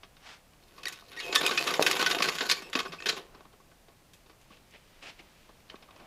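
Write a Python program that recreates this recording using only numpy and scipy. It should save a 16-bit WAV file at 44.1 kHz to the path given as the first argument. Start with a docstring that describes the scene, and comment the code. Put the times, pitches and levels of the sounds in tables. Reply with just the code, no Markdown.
"""Quiet carpeted room: the spring reel in a plastic vacuum cleaner winds its cord in.
Knocks ring the casing modes, the drum rumbles, rattles and squeaks, cord and plug thud as damped modes,
the sliding cord whizzes as resonant noise; afterwards the casing ticks faintly.
Feet and cord scuff the carpet as dense grains over a dull drag; a short room tail and faint hiss lie under it.
"""
import sys
import numpy as np
from scipy import signal
from scipy.fft import rfft, irfft
from scipy.io import wavfile

SR = 44100
rng = np.random.default_rng(int(sys.argv[2]) if len(sys.argv) > 2 else 0)


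def unload_audio(sound):
    """Save the sound as a 16-bit wav file, at the path given as the first command line argument."""
    columns = np.transpose(np.atleast_2d(sound))
    # keep every value between -1 and 1, then stretch to whole-number steps
    steps = np.round(np.clip(columns, -1, 1) * 32767)
    wavfile.write(sys.argv[1], SR, steps.astype(np.int16))


N = 267246  # samples

# casing modes: f/Hz, width/Hz, relative level/dB
CASING_MODES = [(1129, 94, 2.5), (1497, 60, 2.6), (1828, 11, 2.5), (2525, 57, -2), (3060, 220, -11.5),
                (3670, 183, -0.5), (4020, 510, 0.5), (4500, 330, -5), (5080, 370, -11.5), (6250, 42, -14.5),
                (9440, 44, -31.5), (9800, 19, -35), (10230, 2200, -15.5), (11300, 52, -27.5)]
# broad colour of a knock: f/Hz, spectrum level/dB per Hz
CLACK_SPECTRUM = [(88, -48), (150, -0.5), (376, -6.5), (979, -4.5), (1290, -1.5), (1500, -8), (1660, -0.5),
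                  (2500, 2.5), (3290, 3.5), (3700, 6.5), (8900, -32), (10600, -59), (16000, -43)]


def casing(drive, ring_db, strengths_db):
    """A hit plastic shell gives a broad clack plus its modes, each driven with its own strength."""
    rings = 0
    for (hz, width_hz, db), strength_db in zip(CASING_MODES, strengths_db):
        rings = rings + from_db(db) * resonate(drive * from_db(strength_db), hz, width_hz)
    return coloured(drive, CLACK_SPECTRUM) + from_db(ring_db) * rings


# drum cavity modes: f/Hz, width/Hz, relative level/dB
CAVITY_MODES = [(277, 200, -12), (386.3, 68, 4), (473.5, 110, -1), (691, 59, 1), (818, 84, -7)]
# knocks on the casing: t/s, middle-band peak level/dB, bass level/dB re middle,
# brightness level/dB re middle (before the two offsets below), leading mode f/Hz, chatter decay/ms
KNOCKS = [(0.0318, -35.5, -3.5, -32, 2860, 11), (0.167, -45, -6, -28, 2260, 4.3),
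          (0.5328, -52, -1, -22, 1010, 6.6), (0.764, -48, 0, -20, 1490, 5), (0.779, -43, 2, -26, 1140, 16),
          (.832, -32, -15, -14, 1890, 7.9), (0.855, -21, -35, -15.5, 4504, 2.8),
          (.873, -44, -20, -9, 1880, 8.2), (0.8819, -26, -20, -3, 1940, 5.9),
          (0.924, -35, -14, -6.5, 4650, 11), (0.957, -44, -18, -20, 5090, 9.5),
          (1.0221, -57.5, 15, -19, 1130, 6.5), (1.122, -40.5, -8, -30, 1520, 33),
          (1.1636, -35.5, -7, -16, 1850, 14), (1.2, -26, -20, -20, 2530, 18),
          (1.3257, -19.5, -34, -30, 1510, 9.3), (1.3458, -20, -10, -15, 1770, 8.3),
          (1.3516, -11.5, -16, -10, 3870, 6.2), (1.3579, -6.5, -30, -13, 3840, 2.8),
          (1.4098, -21, -0.5, -27, 1040, 7.2), (1.4314, -21, -4.5, -29, 2530, 20),
          (1.4636, -12.5, -34, -8.5, 2550, 3.5), (1.51, -19, -5.5, -22, 1500, 12.4),
          (1.5752, -13, -42, -25, 2550, 7.6), (1.6069, -27, -5, -21, 2560, 7),
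          (1.6396, -32, -4, -3, 2540, 12), (1.6712, -17, -12, -19, 1130, 24),
          (1.7051, -23, -3, -32, 1130, 9.3), (1.739, -19, -14, -16, 4500, 9),
          (1.8239, -13.5, -15, -9, 3700, 3.8), (1.8638, -8, -36, -17, 1500, 10),
          (1.9119, -12, -34, -8, 3440, 6), (1.9282, -20, -24, -24, 1090, 7.5),
          (1.9594, -25, -2, -25, 1500, 11), (1.993, -18.5, -2.5, -16, 1510, 21),
          (2.026, -13, -2.5, -13.5, 1060, 3.2), (2.062, -13, -35, -21, 1490, 8.8),
          (2.101, -21, -7, -14, 1140, 7), (2.1105, -13, -17, -16, 1110, 8.8),
          (2.147, -16.5, -5, -35, 2580, 4.8), (2.1851, -17, -21, -33, 3030, 6.4),
          (2.203, -23.5, 4, -29, 1010, 5), (2.222, -8, -21, -16.5, 3900, 6.7),
          (2.2416, -17.5, -8, -26, 1490, 13), (2.2751, -25, 0.5, -18, 2520, 23),
          (2.2862, -15, -7.5, -20, 1460, 6.3), (2.3835, -19.5, -30, -20, 3010, 10),
          (2.4068, -17, -6, -35, 1500, 12), (2.453, -29.5, -1, -30, 1520, 15),
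          (2.4905, -19.5, -32, -16, 4110, 6.8), (2.4974, -9, -20.5, -16, 3710, 7.3),
          (2.5121, -12, -34, -13, 4040, 9.3), (2.621, -40, 2, -8, 1810, 6), (2.698, -45.5, 1, -2, 1090, 4),
          (2.7299, -22, -11, -19, 3060, 10), (2.7522, -14, -5.5, -37, 2540, 7.3),
          (2.771, -27, 3.5, -32, 2060, 11), (2.7894, -18.5, -23, -21, 1150, 8.4),
          (2.801, -21.5, -3.5, -31, 1100, 6.3), (2.8508, -33.5, 0.5, -28, 1490, 6.5),
          (2.8575, -34, 5, -27, 1480, 9.9), (2.9207, -32.5, -7.5, -28, 1520, 21),
          (2.9339, -35, 4, -19, 1080, 8), (3.0027, -30, -13, -28, 1830, 2.5),
          (3.0224, -30, -13, -30, 2560, 2.4), (3.058, -17, -12, -16, 3040, 16),
          (3.0665, -19, -9, -36, 3600, 5.6), (3.087, -13.5, -30, -26, 4000, 7.8),
          (3.0931, -14, -28, -18, 3970, 6.4), (3.125, -30, -1.5, -29, 3640, 17),
          (3.1659, -31.5, -1, -14, 3260, 17), (3.3461, -46, 6.5, -26, 1080, 9.9),
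          (3.4062, -48, 8, -26, 1190, 3.3), (3.4518, -54, 8.5, -21, 1180, 7.4),
          (3.5276, -54, -4.5, -22, 1187, 5), (3.5998, -60, 11.5, -19, 1180, 11),
          (3.715, -52.5, 7, -22, 1250, 5.5), (3.8831, -51, 6, -21, 1240, 9.3),
          (4.1338, -45.5, -26, -4.5, 2620, 15.6), (4.261, -51.5, 0.5, -24, 2670, 15),
          (4.296, -48, 4, -24, 1230, 15), (4.413, -55, -7, -3, 1850, 7.4),
          (4.5036, -52, 10, -21, 1090, 4.8), (4.5688, -51.5, -14, -16, 1200, 6),
          (4.7083, -56.5, -20, 3, 2770, 4.6), (5.026, -48, -25, -20, 2220, 4.1),
          (5.4903, -53.5, 6, -28, 1180, 7.5), (5.603, -50, -13.5, -19, 2760, 2.9),
          (5.679, -50, -19, -22, 3710, 4.5), (5.6896, -49, -19, -24, 4000, 4.3),
          (5.6977, -34.5, -13, -38, 3050, 7.1), (5.7414, -50.5, 19, -32, 1110, 4.4),
          (5.7548, -44, -10.5, -29, 2570, 7.9), (5.8245, -44, -5, -22, 2650, 6.3),
          (5.885, -58, 13.5, -15, 1110, 6), (5.9075, -44.5, -5, -24, 1100, 4.6),
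          (5.961, -44, 0, -28, 2500, 3.6), (5.9982, -48, 5, -22, 1100, 21)]
FIRST_TOUCH_DB = 2.5  # one clean contact opens every knock
KNOCK_RISE_MS = 0.68
TREBLE_OFFSET_DB, AIR_OFFSET_DB = 1.2, -4.05  # re brightness


def knocks():
    """A knock is a short chatter of contacts; where it lands sets bass, treble and leading modes."""
    size = SR // 6
    out = np.zeros(N + size)
    ms = np.arange(size) * 1000 / SR
    middle_band = band_filter(3, 1300, 6000)
    bass_band = band_filter(3, 170, 1300)
    treble_band = band_filter(3, 6000, 9000)
    air_band = band_filter(3, 9000, 14500)
    mode_hz = np.array(CASING_MODES)[:, 0]
    for s, peak_db, bass_db, bright_db, lead_hz, chatter_ms in KNOCKS:
        force = (1 - np.exp(-ms / KNOCK_RISE_MS)) * np.exp(-ms / max(chatter_ms, .3))
        contacts = force * grains(size, per_s=16000, spread_db=2.0)
        contacts[0] += from_db(FIRST_TOUCH_DB)

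        octaves_off = np.log2(mode_hz / lead_hz)
        lead_db = 10.0 * np.exp(-(octaves_off / 0.053) ** 2)
        strengths_db = lead_db + rng.normal(0, 2.2, len(CASING_MODES))
        cavity = sum(from_db(db - 3.5) * resonate(contacts, hz, width_hz)
                     for hz, width_hz, db in CAVITY_MODES)
        sound = casing(contacts, ring_db=3.0, strengths_db=strengths_db) + cavity

        middle = rms_one(signal.sosfilt(middle_band, sound))
        mixed = middle + from_db(bass_db) * rms_one(signal.sosfilt(bass_band, sound))
        mixed += from_db(bright_db + TREBLE_OFFSET_DB) * rms_one(signal.sosfilt(treble_band, sound))
        mixed += from_db(bright_db + AIR_OFFSET_DB) * rms_one(signal.sosfilt(air_band, sound))
        at = round(s * SR)
        out[at:at + size] += from_db(peak_db) * mixed / np.abs(middle).max()
    return out[:N]


AFTERSHAKE_T60_S = 0.2


def aftershake_db():
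    """Shaking left by the knocks: power steps up at each one, then dies away."""
    s, peak_db = np.transpose(KNOCKS)[:2]
    power = np.zeros(N)
    power[(s * SR).astype(int)] = from_db(2 * peak_db)
    keep_per_sample = from_db(-120 / (AFTERSHAKE_T60_S * SR))
    return 10 * np.log10(signal.lfilter([1], [1, -keep_per_sample], power + 1e-18))


# rattle of loose parts: t/s, level/dB
RATTLE = [(.6, -67), (.8, -60), (1.0, -57.5), (1.06, -67.5), (1.12, -54.5), (1.22, -51), (1.3, -45),
          (1.42, -37), (1.55, -36.5), (1.72, -37), (1.79, -37.5), (1.97, -33.5), (2.17, -40), (2.33, -37),
          (2.47, -42.5), (2.57, -49), (2.71, -58), (2.98, -58), (3.18, -51), (3.3, -74)]
# rumble of the running drum: t/s, level/dB (before lumps)
RUMBLE = [(.7, -71), (.87, -56.5), (1.05, -75), (1.12, -58), (1.23, -53), (1.28, -42.5), (1.36, -40.5),
          (1.43, -36.5), (1.56, -45.5), (1.66, -42), (1.7, -33.5), (1.785, -39), (1.84, -33), (1.95, -40),
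          (2.12, -40), (2.31, -43.5), (2.37, -55.5), (2.43, -39.5), (2.56, -52.5), (2.72, -54.5),
          (3.0, -56), (3.13, -48), (3.3, -62)]
# cord sliding through the guide: f/Hz, width/Hz, relative level/dB
WHIZZ_BANDS = [(6790, 1300, 16), (10000, 900, -9.5), (12350, 7500, -15)]
RUMBLE_CUT_HZ, RUMBLE_SKIRT_WIDTHS = 160, 4.0  # soft bumps keep each mode within the skirt
LUMP_DB, LUMP_RATE_HZ = 1, 9.3  # uneven swell as the drum turns
WHIZZ_DB, WHIZZ_FOLLOWS, RATTLE_MEAN_DB = -51, 1.4, -38  # whizz dB per rattle dB about the mean
AFTERSHAKE_DB = (-35, -23.5, -30.5)  # cavity, loose parts, cord; re knock power


def drum():
    """The turning drum rumbles in its cavity, shakes loose parts against the casing, drags the cord."""
    gate, rattle_db = in_time(RATTLE)
    whizz_db = WHIZZ_DB + WHIZZ_FOLLOWS * (rattle_db - RATTLE_MEAN_DB)
    rumble_db = in_time(RUMBLE)[1] + LUMP_DB * drift(LUMP_RATE_HZ)

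    bumps = grains(N, per_s=1100, spread_db=2.5)
    rumble = 0
    for hz, width_hz, db in CAVITY_MODES:
        skirt = resonate(bumps, hz, RUMBLE_SKIRT_WIDTHS * width_hz)
        rumble = rumble + from_db(db) * resonate(skirt, hz, width_hz)
    rumble = signal.sosfilt(signal.butter(3, RUMBLE_CUT_HZ, "high", fs=SR, output="sos"), rumble)

    shaking = from_db(2.5 * drift(40)) * grains(N, per_s=3000, spread_db=3.5)
    wander_db = [4.5 * drift(12) for _ in CASING_MODES]  # contact points move about
    rattle = casing(shaking, ring_db=1.5, strengths_db=wander_db)

    sliding = from_db(2.7 * drift(31.0)) * rng.standard_normal(N)
    whizz = 0
    for hz, width_hz, db in WHIZZ_BANDS:
        band = resonate(resonate(sliding, hz, width_hz), hz, width_hz)
        whizz = whizz + from_db(db + 2.4 * drift(25)) * band

    after_db = aftershake_db()
    out = np.zeros(N)
    layers = (rumble_db, rumble), (rattle_db, rattle), (whizz_db, whizz)
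    for (level_db, layer), share_db in zip(layers, AFTERSHAKE_DB):
        level = np.hypot(from_db(level_db), from_db(after_db + share_db))
        out += level * rms_one(layer)
    return gate * out


# drum bearing squeaks: t/s, length/s, start f/Hz, end f/Hz, level/dB (before flutter), overtones/dB
SQUEAKS = [(.865, 0.015, 1970, 1820, -32.5, -3.5), (1.161, 0.051, 1863, 1925, -40.5, -9),
           (1.186, 0.022, 2290, 2150, -38, -2.5), (1.192, .058, 2890, 2770, -49, -18),
           (1.215, 0.056, 3350, 3020, -46, -9), (1.225, 0.072, 2590, 2527, -41, -17),
           (1.27, .065, 2465, 2570, -44, -15), (1.356, .051, 1814, 1774, -30, -1),
           (1.441, 0.048, 2608, 2467, -26, -12.5), (1.575, 0.029, 2617, 2606, -29, -27),
           (2.557, 0.049, 2323, 2290, -43.5, -2.5), (2.617, 0.077, 2600, 2640, -49.5, -6),
           (2.873, 0.03, 2420, 2720, -51, -1), (2.982, 0.023, 2586, 2510, -44, -16),
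           (3.019, 0.032, 2580, 2620, -46, -15), (3.128, .025, 7800, 7600, -62, -40)]


def squeaks():
    """Short stick-slip tones of the bearing with overtones, unsteady in pitch and level."""
    out = np.zeros(N)
    waver = 0.025 * drift(270)
    flutter = from_db(2.17 * drift(170))
    for s, length_s, start_hz, end_hz, db, overtone_db in SQUEAKS:
        at, size = round(s * SR), round(length_s * SR)
        part = slice(at, at + size)
        hz = np.linspace(start_hz, end_hz, size) * (1 + waver[part])
        phase = 2 * np.pi * np.cumsum(hz) / SR
        overtones = np.sin(2 * phase) + 0.36 * np.sin(3 * phase)
        overtones += 0.132 * np.sin(4 * phase) + 0.14 * np.sin(5 * phase)
        tone = np.sin(phase) + from_db(overtone_db) * overtones
        out[part] += from_db(db) * signal.windows.tukey(size, .6) * flutter[part] * tone
    return out


# dull thuds of cord and plug: t/s, start level/dB (before band-pass), settled f/Hz, t60/s
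THUDS = [(1.795, -4.5, 520, 0.0083), (1.806, -21.5, 497, 0.0315), (1.8125, -13, 386, 0.023),
         (2.755, -25, 255, 0.065), (2.891, -44, 167.3, .25), (3.067, -32.5, 410, 0.061),
         (3.095, -35.5, 428, .11), (4.51, -51, 200, 0.08), (5.2, -50, 347, .05)]
SLAP_SHARE, SLAP_S = 0.62, 0.00098  # pitch starts this share higher, sags as the contact spreads


def thuds():
    """One soft push rings a low, heavily damped mode; a small body sends out no deep bass."""
    out = np.zeros(N)
    t = np.arange(SR // 10) / SR
    for s, peak_db, hz, t60_s in THUDS:
        at = round(s * SR)
        cycles = hz * (t + SLAP_SHARE * SLAP_S * (1 - np.exp(-t / SLAP_S)))
        out[at:at + len(t)] += from_db(peak_db - 60 * t / t60_s) * np.sin(2 * np.pi * cycles)
    return signal.sosfilt(band_filter(2, 170, 4000), out)


# carpet fibre hiss: f/Hz, spectrum level/dB per Hz
CARPET_SPECTRUM = [(410, -16), (700, -6), (1250, -4.5), (1400, -3), (2810, -6), (5480, -11.5),
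                   (8700, -25.5), (12000, -35), (15600, -54), (22000, -120)]
# scuffs: loudest t/s, swell/s, hold/s, fade/s, hiss level/dB, drag level/dB, hard edge/0-1
SCUFFS = [(0.263, 0.15, 0.075, 0.13, -49.5, -68, 0.08), (3.342, 0.35, 0.053, .25, -67, -59, 0.5),
          (3.534, 0.03, 0.0083, 0.034, -72, -56.5, 0.5), (4.515, 0.022, 0.018, 0.16, -59.5, -63.5, .4),
          (4.739, 0.05, 0.023, 0.055, -55, -60, 0.94), (5.027, 0.016, .075, 0.061, -47, -58.5, 0.42),
          (5.194, 0.023, 0.01, 0.035, -50, -61, 0.93), (5.495, 0.029, 0.0088, .04, -79, -59, .4),
          (5.707, .015, .012, 0.033, -60, -66, 0.4), (5.725, .03, .012, .06, -76, -59, 0.7),
          (5.828, 0.014, 0.0088, 0.039, -61, -67, .6), (6.004, 0.73, .07, .1, -62.5, -57, 0.66)]
# faint rustle of moving cloth and feet: t/s, hiss level/dB, drag level/dB
RUSTLE = [(4.4, -67, -88), (4.62, -74, -78), (4.7, -70, -92), (4.95, -63, -73), (5.25, -63.5, -66.5),
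          (5.45, -64, -83), (5.65, -72, -75), (5.8, -80, -82)]
RUSTLE_EDGE = 0.26  # 0-1
SCUFF_EDGE_DB, SCUFF_POINT = -39, 0.95  # level at swell start and fade end; 1 = pointed, 2 = round


def scuffs():
    """Fibres snap back in a dense hiss over the dull drag of the weight; a hard edge narrows the hiss."""
    snaps = grains(N, per_s=15000, spread_db=-0.5)
    broad = rms_one(coloured(snaps, CARPET_SPECTRUM))
    narrow = rms_one(resonate(resonate(snaps, 2490, 1400), 1840, 1400))
    drag = rms_one(signal.sosfilt(band_filter(2, 200, 1100), rng.standard_normal(N)))

    def mix(hiss_db, drag_db, edge):
        edge = np.clip(edge, 0, 1)
        hiss = (1 - edge) * broad + edge * narrow
        return from_db(hiss_db) * hiss + from_db(drag_db) * drag

    gate, hiss_db, drag_db = in_time(RUSTLE)
    out = gate * mix(hiss_db, drag_db, RUSTLE_EDGE)
    t = np.arange(N) / SR
    for s, swell_s, hold_s, fade_s, hiss_db, drag_db, edge in SCUFFS:
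        away = np.where(t < s, (s - t) / swell_s, np.maximum(t - s - hold_s, 0) / fade_s)
        envelope_db = np.maximum(SCUFF_EDGE_DB * away ** SCUFF_POINT, -120)
        out += from_db(envelope_db) * mix(hiss_db, drag_db, edge)
    return out


ROOM_T60_S, ROOM_DB, WALL_CUT_HZ = 0.28, -17, 4600


def room(x):
    """A dying noise tail, dulled by the walls."""
    t = np.arange(SR // 2) / SR
    tail = rng.standard_normal(len(t)) * from_db(-60 * t / ROOM_T60_S) * (t > .006)
    tail = signal.sosfilt(signal.butter(1, WALL_CUT_HZ, fs=SR, output="sos"), tail)
    tail /= np.sqrt(np.sum(tail ** 2))
    return from_db(ROOM_DB) * signal.fftconvolve(x, tail)[:N]


# background hiss: f/Hz, relative spectrum level/dB per Hz
FLOOR_SPECTRUM = [(12, -20), (20, -3.5), (52, -10), (138, -12.5), (182, -12), (255, -17), (472, -19),
                  (513, -17), (1400, -25), (2600, -26.5), (16000, -36.5)]
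FLOOR_DB = -60.5  # rms


def background():
    """Steady noise with a fixed spectrum."""
    noise = rng.standard_normal(N + SR)
    return from_db(FLOOR_DB) * rms_one(coloured(noise, FLOOR_SPECTRUM)[SR:])


def from_db(db):
    """Decibels to amplitude."""
    return 10 ** (np.asarray(db) / 20)


def rms_one(x):
    """Scale to rms 1."""
    return x / np.sqrt(np.mean(x ** 2) + 1e-20)


def in_time(rows):
    """Columns joined by straight lines, and a gate open only inside the table."""
    s, *columns = np.transpose(rows)
    t = np.arange(N) / SR
    gate = np.clip(np.minimum(t - s[0], s[-1] - t) / .005 + .5, 0, 1)
    return [gate] + [np.interp(t, s, column) for column in columns]


def band_filter(order, low_hz, high_hz):
    """Butterworth band-pass sections."""
    return signal.butter(order, [low_hz, high_hz], "band", fs=SR, output="sos")


def resonate(x, hz, width_hz):
    """Two-pole resonance, gain 1 on top."""
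    r = np.exp(-np.pi * width_hz / SR)
    zeros = [(1 - r * r) / 2, 0, (r * r - 1) / 2]
    poles = [1, -2 * r * np.cos(2 * np.pi * hz / SR), r * r]
    return signal.lfilter(zeros, poles, x + 1e-18)


def coloured(x, points):
    """Causal minimum-phase filter that follows a spectrum table."""
    hz, db = np.transpose(points)
    grid_hz = np.maximum(np.fft.rfftfreq(4096, 1 / SR), 1)
    gain = from_db(np.interp(np.log(grid_hz), np.log(hz), db))
    cepstrum = irfft(np.log(gain))
    cepstrum[1:2048] *= 2  # fold to the causal half
    cepstrum[2049:] = 0
    return signal.fftconvolve(x, irfft(np.exp(rfft(cepstrum))))[:len(x)]


def grains(size, per_s, spread_db):
    """Random clicks of uneven strength."""
    strength_db = spread_db * np.minimum(rng.exponential(1, size), 4)
    strength = from_db(strength_db) * rng.standard_normal(size)
    return strength * (rng.random(size) < per_s / SR)


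def drift(rate_hz):
    """Slow random wander, rms 1."""
    r = np.exp(-2 * np.pi * rate_hz / SR)
    noise = rng.standard_normal(N + SR)
    return rms_one(signal.lfilter([1], [1, -2 * r, r * r], noise)[SR:])


def scene():
    """Cleaner with its room tail, carpet scuffs and background."""
    cleaner = knocks() + drum() + squeaks() + thuds()
    return (cleaner + scuffs() + room(cleaner) + background())[None]


CUTOFF_HZ = 16100  # stopband edge, 60 dB down


def record(dry):
    """Steep low-pass cuts the top."""
    return signal.sosfilt(signal.cheby2(14, 60, CUTOFF_HZ, fs=SR, output="sos"), dry)


dry = scene()
out = record(dry)
unload_audio(out)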